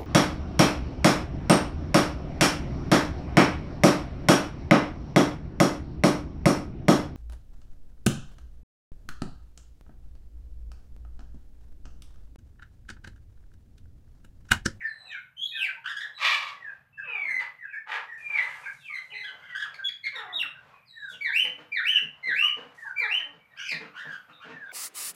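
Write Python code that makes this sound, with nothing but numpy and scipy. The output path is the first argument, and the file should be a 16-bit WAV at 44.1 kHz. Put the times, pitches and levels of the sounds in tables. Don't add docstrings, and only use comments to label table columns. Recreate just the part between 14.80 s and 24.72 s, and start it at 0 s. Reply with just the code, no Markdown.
import sys
import numpy as np
from scipy import signal
from scipy.fft import rfft, irfft
from scipy.io import wavfile
from scipy.ndimage import uniform_filter1d

SR = 44100
rng = np.random.default_rng(int(sys.argv[2]) if len(sys.argv) > 2 else 0)


def invert_db(x):
    u = np.asarray(x, float) / 20
    return 10 ** u


def materialize(psi):
    bounded = np.clip(np.atleast_2d(psi).T, -1, 1)
    quanta = np.round(bounded * 32767).astype(np.int16)
    wavfile.write(sys.argv[1], SR, quanta)


N = 437472


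def unit(x):
    return x / np.sqrt(np.mean(x ** 2))


def band(x, lo_hz, hi_hz):
    return signal.sosfilt(signal.butter(2, [lo_hz, hi_hz], "band", fs=SR, output="sos"), x)


def colour(x, spectrum):
    hz, db = np.transpose(spectrum)
    bins = np.fft.rfftfreq(len(x), 1 / SR) + 1
    gain = invert_db(np.interp(np.log(bins), np.log(hz), db))
    return irfft(rfft(x) * gain, len(x))


def wobble(n, rate_hz):
    k = max(int(SR / rate_hz), 2)
    smooth = uniform_filter1d(uniform_filter1d(rng.standard_normal(n), k), k)
    return smooth * np.sqrt(1.5 * k)


def follow(rows, fade_s=.007):
    s, *columns = np.transpose(rows)
    start = int(s[0] * SR)
    t = np.arange(start, int(s[-1] * SR)) / SR
    fade = np.clip(np.minimum(t - s[0], s[-1] - t) / fade_s, 0, 1) ** 2
    return start, fade, [np.interp(t, s, c) for c in columns]


def add(track, start, x):
    x = x[:len(track) - start]
    track[start:start + len(x)] += x


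def swell(s, length, db, peak_at, start_db, end_db):
    share = np.linspace(0, 1, num=15)
    shape_db = np.interp(share, [0, np.clip(peak_at, .02, .98), 1], [start_db, 0, end_db])
    return np.c_[s + length * share, db + shape_db]


def notes(table, peak_at, start_db, end_db, hold_before, hold_after, arch=0):
    share = np.linspace(0, 1, num=15)
    done, left = share ** hold_before, (1 - share) ** hold_after
    glide = done / (done + left)
    lift = 1 + arch * np.sin(np.pi * share)
    calls = []
    for s, length, from_hz, to_hz, db in table:
        pitch = lift * from_hz * (to_hz / from_hz) ** glide
        levels = swell(s, length, db, peak_at, start_db, end_db)
        calls.append(np.insert(levels, 1, pitch, axis=1))
    return calls


def partials(hz, levels_db):
    turn = 2 * np.pi * np.cumsum(hz) / SR
    total = 0
    for number, db in enumerate(levels_db, start=1):
        total = total + invert_db(db) * (number * hz < .4 * SR) * np.sin(number * turn)
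    return total * np.sqrt(2)


# (frequency [Hz], level [dB per Hz])
YARD = [(15, -66), (25, -19), (60, -13.5), (135, -1.5), (210, -12), (370, -29.5), (460, -29.5), (2500, -24),
        (4000, -46.5), (14000, -38.5)]
# (time [s], level [dB])
RUMBLE = [(0, -70), (.9, -72.5), (1.3, -76.5), (1.7, -73.5), (2.1, -67), (2.6, -73), (2.95, -78.5),
          (3.7, -68), (4.2, -75), (4.85, -66), (5.15, -75), (5.6, -65), (6.05, -71), (6.8, -73), (7.7, -70),
          (8.65, -74), (9.2, -73.5), (9.92, -74)]
# (time [s], level [dB])
FAR_PENS = [(0, -60.5), (.55, -74), (.85, -67.5), (2.052, -66.5), (2.298, -70), (4.398, -64.5), (5.1, -71),
            (5.8, -62.5), (6.1, -78.5), (7.5, -64), (8.65, -69), (9.92, -65.5)]


def yard():
    t = np.arange(N) / SR
    rumble_top_hz = 260
    air = invert_db(-67.5) * unit(colour(rng.standard_normal(N), YARD))
    murmur = invert_db(5 * wobble(N, 8)) * unit(band(rng.standard_normal(N), 420, 1800))
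    high_pass = signal.butter(4, rumble_top_hz, "high", fs=SR, output="sos")
    hiss = signal.sosfilt(high_pass, air) * invert_db(2.5 * wobble(N, 4))
    rumble_db = np.interp(t, *np.transpose(RUMBLE)) + 1.5 * wobble(N, 8)
    rumble = invert_db(rumble_db) * unit(band(air, 12, rumble_top_hz))
    return hiss + rumble + invert_db(np.interp(t, *np.transpose(FAR_PENS))) * murmur


def shelter(x, direct_db):
    t60_s, treble_t60_s, tail_db, echo_db = 0.32, 0.22, -1.5, -13
    t = np.arange(int(.7 * SR)) / SR
    noise = rng.standard_normal(len(t))
    low = signal.sosfilt(signal.butter(1, 4000, fs=SR, output="sos"), noise)
    tail = low * 1000 ** (-t / t60_s) + (noise - low) * 1000 ** (-t / treble_t60_s)
    tail = tail * (1 - np.exp(-t / 0.022))
    response = invert_db(tail_db) * tail / np.sqrt(np.sum(tail ** 2))
    response[rng.integers(100, 1000, size=16)] += invert_db(echo_db) * rng.standard_normal(16)
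    response[0] = invert_db(direct_db)
    return signal.fftconvolve(x, response)[:N] / np.sqrt(np.sum(response ** 2))


# (time from its start [s], pitch [Hz], level [dB])
YELP = [(0, 631.7, 6), (.03, 533, 5), (.06, 453.5, 5), (.12, 389.7, 0.5), (.2, 340, -5), (.34, 270, -11)]
YELP_PARTIALS_DB = [-6, -1, 0, -3, -9, -19]
# (time [s], level [dB])
YELPS = [
    (2.228, -55),
    (5.315, -50.5),
    (8.165, -53),
]


def fowl():
    out = np.zeros(N)
    for s, db in YELPS:
        _, fade, (hz, shape_db) = follow(YELP, fade_s=.012)
        hz = hz * (1 + .045 * wobble(len(hz), 200))
        shape_db = shape_db + 3.5 * wobble(len(hz), 40)
        add(out, int(s * SR), fade * invert_db(db + shape_db) * partials(hz, YELP_PARTIALS_DB))
    return out


# (time [s], peak level [dB], share of the deepest ring [dB])
THUMPS = [(6.312, -48, 0.5), (6.639, -40, -3.5), (6.777, -41, -17), (7.049, -63, 14), (7.21, -48, 10),
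          (7.464, -41, 1.5), (7.767, -37.5, 0), (8.524, -51, 6), (8.911, -38.5, 6.5), (8.999, -38, 0.5),
          (9.248, -43, 7), (9.479, -50.5, -3), (9.642, -40.5, 3), (9.684, -37.5, 5.5)]
# (frequency [Hz], level [dB], time to fade by 60 dB [s])
PLANKS = [(180.7, -9, 0.14), (291.3, -10, 0.23), (461, 0.5, 0.13), (600, -3, 0.071), (813, -14.5, 0.13),
          (1000, -37.5, 0.076)]


def thumps():
    out, t = np.zeros(N), np.arange(SR // 3) / SR
    detune = .06
    for s, db, deep_db in THUMPS:
        chance = rng.standard_normal((len(PLANKS), 2))
        ring = 0
        for k, ((hz, mode_db, t60_s), (level_luck, pitch_luck)) in enumerate(zip(PLANKS, chance)):
            gain = invert_db(mode_db + 3.0 * level_luck + (deep_db if k == 0 else 0))
            tone = np.sin(2 * np.pi * hz * (1 + detune * pitch_luck) * t)
            ring = ring + gain * tone * 1000 ** (-t / t60_s)
        boom = unit(band(rng.standard_normal(len(t)), 152, 224)) * 1000 ** (-t / 0.18)
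        scrape = unit(band(rng.standard_normal(len(t)), 150, 2000)) * 1000 ** (-t / 0.24)
        blow = ring + invert_db(-2.0) * scrape + invert_db(-6.5 + deep_db) * boom
        add(out, int(s * SR), invert_db(db - 2.5) * blow * (1 - np.exp(-t / 0.0025)))
    return band(out, 125, 6000)


# (time [s], length [s], peak level [dB])
RUSTLE = [
    (3.371, 0.97, -62),
    (6.282, 0.06, -56.5),
    (7.939, 0.18, -64.5),
]


def rustle():
    out = np.zeros(N)
    for rows in RUSTLE:
        start, fade, (db,) = follow(swell(*rows, peak_at=0.4, start_db=-5.5, end_db=-12.5))
        grains = invert_db(2.4 * wobble(len(db), 200)) * rng.standard_normal(len(db))
        add(out, start, fade * invert_db(db) * unit(band(grains, 3100, 9700)))
    return out


def whistles(calls, rough, second_db, third_db, tense_db=11, throb=0):
    out = np.zeros(N)
    clear = np.clip(1.5 - 2.4 * rough, 0, 1)
    for rows in calls:
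        start, fade, (hz, db) = follow(rows, fade_s=.008 + .012 * rough)
        hz, n = uniform_filter1d(hz, 200), len(hz)
        falling = np.clip(-np.gradient(np.log2(hz)) * SR, 0, 30)
        shake = np.clip(rough, 0, .75)
        shake = shake + .016 * falling * np.clip(1 - 1.4 * shake, 0, 1)
        hz = hz * (1 + 0.00993 * wobble(n, 120) + 0.16 * shake ** 2 * wobble(n, 866))
        windpipe_db = 23 * clear * np.exp(-(np.log2(2 * hz / 3750) / 0.29) ** 2)
        effort_db = .65 * (db - np.max(db))
        edge_db = third_db + effort_db + tense_db * np.log2(hz / np.mean(hz)) + 4 * wobble(n, 25)
        levels_db = [0, second_db + effort_db + windpipe_db - np.mean(windpipe_db)]
        levels_db += [edge_db + (-1.5 - 7 * shake) * k for k in range(6)]
        flutter = invert_db(1.96 * wobble(n, 41) + 7.0 * shake * wobble(n, 300))
        throb_hz = 76 * (1 + .25 * wobble(n, 30))
        beat = np.cos(2 * np.pi * np.cumsum(throb_hz) / SR)
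        flutter = flutter * (1 + throb * invert_db(effort_db) * beat)
        air = invert_db(-55 + effort_db + 32 * shake) * band(rng.standard_normal(n), 1500, 14000)
        add(out, start, fade * invert_db(db) * flutter * (partials(hz, levels_db) + air))
    return out


# (time from its start [s], pitch [Hz], level [dB])
THIN = [(0, 5150, -23), (.055, 3952, -11), (.23, 3835, -6.5), (.28, 3404, -5), (0.301, 2260, -4)]
# (time [s], pitch ratio, level [dB])
THINS = [
    (.03, 1.04, -45.5),
    (6.05, .985, -43),
]


def thin_whistles():
    calls = [np.array(THIN) * (1, ratio, 1) + (s, 0, db) for s, ratio, db in THINS]
    return whistles(calls, rough=.1, second_db=-18, third_db=-41)


# (time [s], length [s], from [Hz], to [Hz], peak level [dB])
SIGHS = [(.71, .13, 2498, 2574, -31), (.25, 0.13, 2670, 2100, -41.5), (.29, 0.086, 1930, 1400, -38),
         (.71, 0.098, 1880, 1492, -40), (1.75, .17, 2008, 1570, -41), (1.86, 0.055, 2630, 2400, -52.5),
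         (2.27, 0.16, 3900, 3240, -57), (2.27, .13, 2950, 2470, -42.5), (2.78, 0.089, 2072, 1522, -38.5),
         (2.84, 0.14, 2640, 2156, -44.5), (3.82, 0.058, 2560, 2100, -38.5), (3.96, 0.11, 3940, 2950, -55.5),
         (4.6, 0.15, 2114, 1910, -44), (6.12, .18, 1848, 1471, -39.5), (7.97, 0.15, 1878, 1494, -36),
         (8.69, 0.062, 1894, 1850, -54.5), (9.16, 0.17, 2006, 1547, -41), (9.69, .21, 1865, 1507, -41.5),
         (9.89, 0.053, 2200, 2390, -41)]


def sighs():
    calls = notes(SIGHS, peak_at=0.74, start_db=-12.5, end_db=-4, hold_before=1.96, hold_after=1.4)
    return whistles(calls, rough=.27, second_db=-38.5, third_db=-41.5)


# (time [s], length [s], from [Hz], to [Hz], peak level [dB])
CHEEPS = [(4.312, 0.034, 2760, 2050, -34), (.2, 0.074, 769, 737, -58.5), (.8, .06, 820, 697, -53.5),
          (.96, .04, 950, 874, -52.5), (8.02, 0.049, 1156, 1000, -47.5), (0, 0.029, 2326, 1562, -32),
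          (.03, 0.079, 1792, 1716, -29.5), (2.17, 0.056, 1717, 1465, -38.5), (2.47, 0.083, 1837, 1510, -40),
          (2.92, 0.075, 1690, 1790, -31.5), (3.27, .15, 1917, 1795, -42), (3.85, 0.044, 1550, 1760, -32.5),
          (4.297, 0.023, 2960, 2960, -37), (4.97, 0.065, 1645, 1494, -37.5), (5.47, 0.068, 2030, 1794, -42),
          (5.74, 0.042, 1570, 1446, -43), (5.92, 0.024, 1230, 1058, -46), (5.93, 0.095, 2556, 2290, -61),
          (6.04, 0.068, 2030, 2060, -72), (7.1, 0.12, 1786, 1546, -37.5), (7.61, 0.067, 1232, 1149, -35),
          (8.58, 0.14, 2260, 2260, -64), (8.7, 0.049, 3760, 3750, -71), (9.68, .06, 2650, 2550, -57),
          (9.85, 0.057, 3650, 3350, -57), (4.335, 0.068, 2660, 2350, -44), (9.3, 0.058, 1315, 1250, -43),
          (9.49, 0.019, 1232, 1150, -40), (9.52, 0.1, 3790, 3520, -57.5)]


def cheeps():
    calls = notes(CHEEPS, peak_at=0.16, start_db=2, end_db=-13.5, hold_before=1.16, hold_after=1)
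    return whistles(calls, rough=.37, second_db=-39, third_db=-40)


# (time [s], length [s], from [Hz], to [Hz], peak level [dB])
CROAKS = [(6.452, .06, 1200, 905, -52.5), (9.17, 0.068, 1900, 1650, -47.5), (8.755, 0.101, 1570, 1540, -43),
          (4.15, 0.04, 1705, 1430, -44.5), (4.57, 0.17, 1554, 1490, -52.5),
          (5.37, 0.051, 1680, 1370, -40.5), (8.04, 0.049, 910, 945, -45.5),
          (9.025, 0.069, 1350, 1215, -48.5), (2.585, .061, 2400, 2100, -49.5),
          (8.74, .031, 1100, 1490, -56)]


def rough_glides(table):
    return notes(table, peak_at=3.65, start_db=-3, end_db=-16, hold_before=1, hold_after=1.7)


def croaks():
    return whistles(rough_glides(CROAKS), rough=.62, second_db=-5.5, third_db=-21.5)


# (time [s], length [s], from [Hz], to [Hz], peak level [dB])
HONKS = [
    (4.085, 0.062, 1205, 1200, -49),
    (4.13, 0.074, 2060, 2020, -42),
    (4.328, 0.15, 2038, 1982, -41.5),
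    (5.23, 0.04, 2050, 2180, -30.5),
]


def honks():
    calls = notes(HONKS, peak_at=0.7, start_db=4, end_db=-22, hold_before=0.04, hold_after=1.2)
    return whistles(calls, rough=.4, second_db=-8.5, third_db=-30)


# (time [s], length [s], from [Hz], to [Hz], peak level [dB])
MUTTERS = [
    (9.125, 0.11, 1150, 1602, -41),
    (9.27, .11, 1400, 1288, -43),
    (9.48, 0.05, 1217, 1210, -54.5),
    (9.59, 0.069, 1185, 1400, -42.5),
]


def mutters():
    calls = notes(MUTTERS, peak_at=.5, start_db=-6.5, end_db=-19, hold_before=1.16, hold_after=1.23, arch=.12)
    return whistles(calls, rough=.68, second_db=-6, third_db=-20)


# (time [s], length [s], from [Hz], to [Hz], peak level [dB])
STROKES = [
    (4.932, 0.029, 2820, 1950, -42.5),
    (5.078, 0.03, 3250, 1548, -31.5),
    (5.256, 0.0302, 2187, 1460, -29),
]


def strokes():
    return whistles(rough_glides(STROKES), rough=.7, second_db=-3.5, third_db=-21.5)


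# (time [s], length [s], from [Hz], to [Hz], peak level [dB])
BLEATS = [
    (4.432, 0.039, 1645, 1650, -36),
    (4.463, .046, 1560, 1510, -38.5),
    (5.345, .076, 1910, 1690, -38.5),
    (4.31, .19, 420, 432, -62.5),
]


def bleats():
    calls = notes(BLEATS, peak_at=0, start_db=-3.5, end_db=-7.5, hold_before=1.2, hold_after=1.7)
    return whistles(calls, rough=.4, second_db=0, third_db=-23)


# (time [s], length [s], from [Hz], to [Hz], peak level [dB])
PEEPS = [
    (1.335, .055, 3960, 3980, -39.5),
    (.562, 0.0993, 3060, 3410, -30),
    (5.036, 0.048, 3400, 3310, -21.5),
]


def peeps():
    calls = notes(PEEPS, peak_at=1.2, start_db=-11, end_db=-4.5, hold_before=0.97, hold_after=1.27)
    return whistles(calls, rough=.24, second_db=-24.5, third_db=-35.5, throb=.5)


# (time [s], pitch [Hz], level [dB])
RASPS = [
    [(1.036, 1500, -34), (1.062, 1527, -31.5), (1.085, 1830, -34.5), (1.11, 1730, -36), (1.14, 1560, -36)],
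    [(1.148, 1498, -38), (1.17, 1552, -32.5), (1.21, 1796, -34), (1.245, 1695, -37.5), (1.28, 1573, -45.5)],
    [(4.735, 1497, -42), (4.77, 1520, -39), (4.805, 1765, -33.5), (4.83, 1622, -35), (4.875, 1217, -44.5)],
]


def rasps():
    return whistles(RASPS, rough=.62, second_db=-6.5, third_db=-21)


# (time [s], pitch [Hz], level [dB])
SCREECH = [
    [(8.755, 1890, -52.5), (8.79, 2810, -44), (8.825, 3040, -44), (8.865, 3030, -43), (8.9, 2850, -49)],
    [(8.78, 2250, -50), (8.84, 2500, -42), (8.89, 2480, -36), (8.915, 2280, -32.5), (8.94, 1954, -35.5),
     (8.97, 1550, -40)],
]


def screech():
    return whistles(SCREECH, rough=.57, second_db=-8, third_db=-27.5, tense_db=1)


# (time [s], pitch [Hz], level [dB])
WARBLE = [(.645, 3500, -37.5), (.67, 3910, -43), (.76, 3637, -39.5), (.79, 3150, -34.5), (.82, 2760, -32),
          (.86, 2105, -26), (.88, 1574, -41.5), (.91, 1545, -23.5)]


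def warble():
    return whistles([WARBLE], rough=.4, second_db=-25.5, third_db=-22.5, tense_db=19)


# (time [s], pitch [Hz], level [dB])
SLIDES = [
    [(4.0, 2724, -70), (4.06, 2645, -41.5), (4.1, 2252, -36.5), (4.16, 2058, -36), (4.215, 2025, -40)],
    [(2.12, 2667, -64.5), (2.28, 2600, -31.5), (2.35, 2372, -32.5), (2.45, 2182, -30), (2.5, 2112, -25.5),
     (2.62, 2004, -29.5)],
    [(3.37, 2516, -54.5), (3.48, 2396, -36.5), (3.56, 2310, -29.5), (3.6, 1938, -27.5), (3.68, 2123, -32)],
]


def slides():
    return whistles(SLIDES, rough=.27, second_db=-36, third_db=-44, tense_db=-23.5, throb=.5)


# (time [s], pitch [Hz], level [dB])
PLUNGE = [(5.52, 3244, -42), (5.545, 3790, -34.5), (5.575, 3730, -31.5), (5.6, 2883, -24.5),
          (5.62, 2703, -22.5), (5.632, 1587, -33), (5.67, 1070, -42)]


def plunge():
    return whistles([PLUNGE], rough=.2, second_db=-29, third_db=-34.5, tense_db=4, throb=.3)


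# (time [s], length [s], peak level [dB], share of the length at the peak)
SQUAWKS = [
    (1.368, 0.39, -33, 0.19),
    (2.58, 0.12, -43, 0.17),
    (3.052, 0.22, -37.5, .35),
    (3.47, 0.49, -45.5, 0.22),
]
# (frequency [Hz], level [dB])
WIDE_BEAK = [(180, -83), (300, -48), (619, -29), (925, -16.5), (1160, -9), (1430, -22), (2390, -12),
             (3090, -21.5), (3460, -19), (10300, -52), (14000, -57)]
# (frequency [Hz], level [dB])
NARROW_BEAK = [(180, -69), (300, -31.5), (463, -19.5), (660, -25), (881, -6.5), (1100, -12.5), (1650, -8.5),
               (2630, -18), (5600, -41), (14000, -65)]


def squawks():
    out = np.zeros(N)
    pitch_hz, split_hz, gust_db = 573.8, 1800, 2
    for k, (*rows, peak_at) in enumerate(SQUAWKS):
        beak, air_share = (NARROW_BEAK, 1.3) if k else (WIDE_BEAK, .6)
        start, fade, (db,) = follow(swell(*rows, peak_at, start_db=-16.5, end_db=-18.5), fade_s=0.025)
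        n = len(db)
        phase = np.cumsum(pitch_hz * (1 + 0.08 * wobble(n, 250))) / SR
        pulses = np.diff(np.floor(phase), prepend=0) * invert_db(4.3 * wobble(n, 600))
        air = np.exp(-(phase % 1) / 0.14) * rng.standard_normal(n)
        voice = colour(unit(pulses) + air_share * unit(air), beak)
        voice = voice / np.std(band(voice, 480, 1070))
        low = colour(voice, [(split_hz / 1.2, 0), (split_hz * 1.2, -40)])
        high_db = 6 + 0.63 * (db - np.max(db)) + gust_db * wobble(n, 70)
        low_gust = invert_db(gust_db * wobble(n, 40))
        add(out, start, fade * invert_db(db) * (low_gust * low + invert_db(high_db) * (voice - low)))
    return out


# (time [s], pitch [Hz], level [dB])
CONTACTS = [
    [(6.404, 2300, -27), (6.44, 2253, -24.5), (6.47, 1850, -29), (6.505, 1538, -29), (6.533, 2150, -29.5),
     (6.565, 2723, -20.5), (6.6, 2982, -22), (6.645, 3061, -21), (6.66, 2970, -37.5)],
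    [(6.913, 2387, -34), (6.945, 2334, -29), (6.972, 1930, -25.5), (7.01, 1400, -34), (7.045, 2010, -34.5),
     (7.078, 2800, -21), (7.115, 3125, -25), (7.16, 2950, -24), (7.19, 2450, -26)],
    [(7.424, 2102, -30), (7.475, 2074, -25.5), (7.5, 1797, -27.5), (7.53, 1524, -29), (7.555, 2146, -29.5),
     (7.587, 2667, -22), (7.637, 2886, -17.5), (7.678, 2980, -23), (7.7, 3050, -38.5)],
    [(8.155, 2338, -34.5), (8.2, 2301, -25.5), (8.235, 1960, -28.5), (8.265, 1549, -33.5),
     (8.292, 2193, -34), (8.33, 2830, -21), (8.36, 3000, -25.5), (8.385, 3140, -31), (8.405, 3030, -47)],
]
# (time [s], from [Hz], effort [dB])
CRACKS = [
    (6.64, 2960, -16.5),
    (7.17, 2456, -22),
    (7.668, 3000, -19.5),
    (8.388, 2413, -19),
]


def contact_calls():
    crack_s, crack_to_hz, crack_db = .035, 1400, -13
    cracks = [[(s, hz, db + crack_db), (s + crack_s, crack_to_hz, db + crack_db)] for s, hz, db in CRACKS]
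    calls = whistles(CONTACTS, rough=.2, second_db=-22, third_db=-37.5, tense_db=6, throb=.55)
    return calls + whistles(cracks, rough=.7, second_db=-22.5, third_db=-45.5)


def scene():
    far = thumps() + thin_whistles() + sighs() + cheeps() + croaks() + honks() + mutters()
    near = rustle() + strokes() + bleats() + peeps() + rasps() + screech()
    near = near + warble() + slides() + plunge() + squawks() + contact_calls()
    paths = [(near, 1.5), (far, -5.5), (fowl(), -15)]  # (sound, direct level [dB])
    return (sum(shelter(x, direct_db) for x, direct_db in paths) + yard())[None]


def top_cut(x):
    return signal.sosfilt(signal.butter(12, 14790, fs=SR, output="sos"), x)


def record(dry):
    dry = dry + invert_db(-7.0) * band(dry, 10400, 12000) + invert_db(-2.5) * band(dry, 12800, 15000)
    notch_hz = 368
    notch = signal.butter(1, [notch_hz * .9, notch_hz * 1.1], "band", fs=SR, output="sos")
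    dry = dry - invert_db(-2) * signal.sosfiltfilt(notch, dry)
    top = signal.ellip(10, .3, 70, 14300, fs=SR, output="sos")
    mix = signal.sosfilt(top, dry)
    return top_cut(mix)


dry = scene()
out = record(dry)
materialize(out)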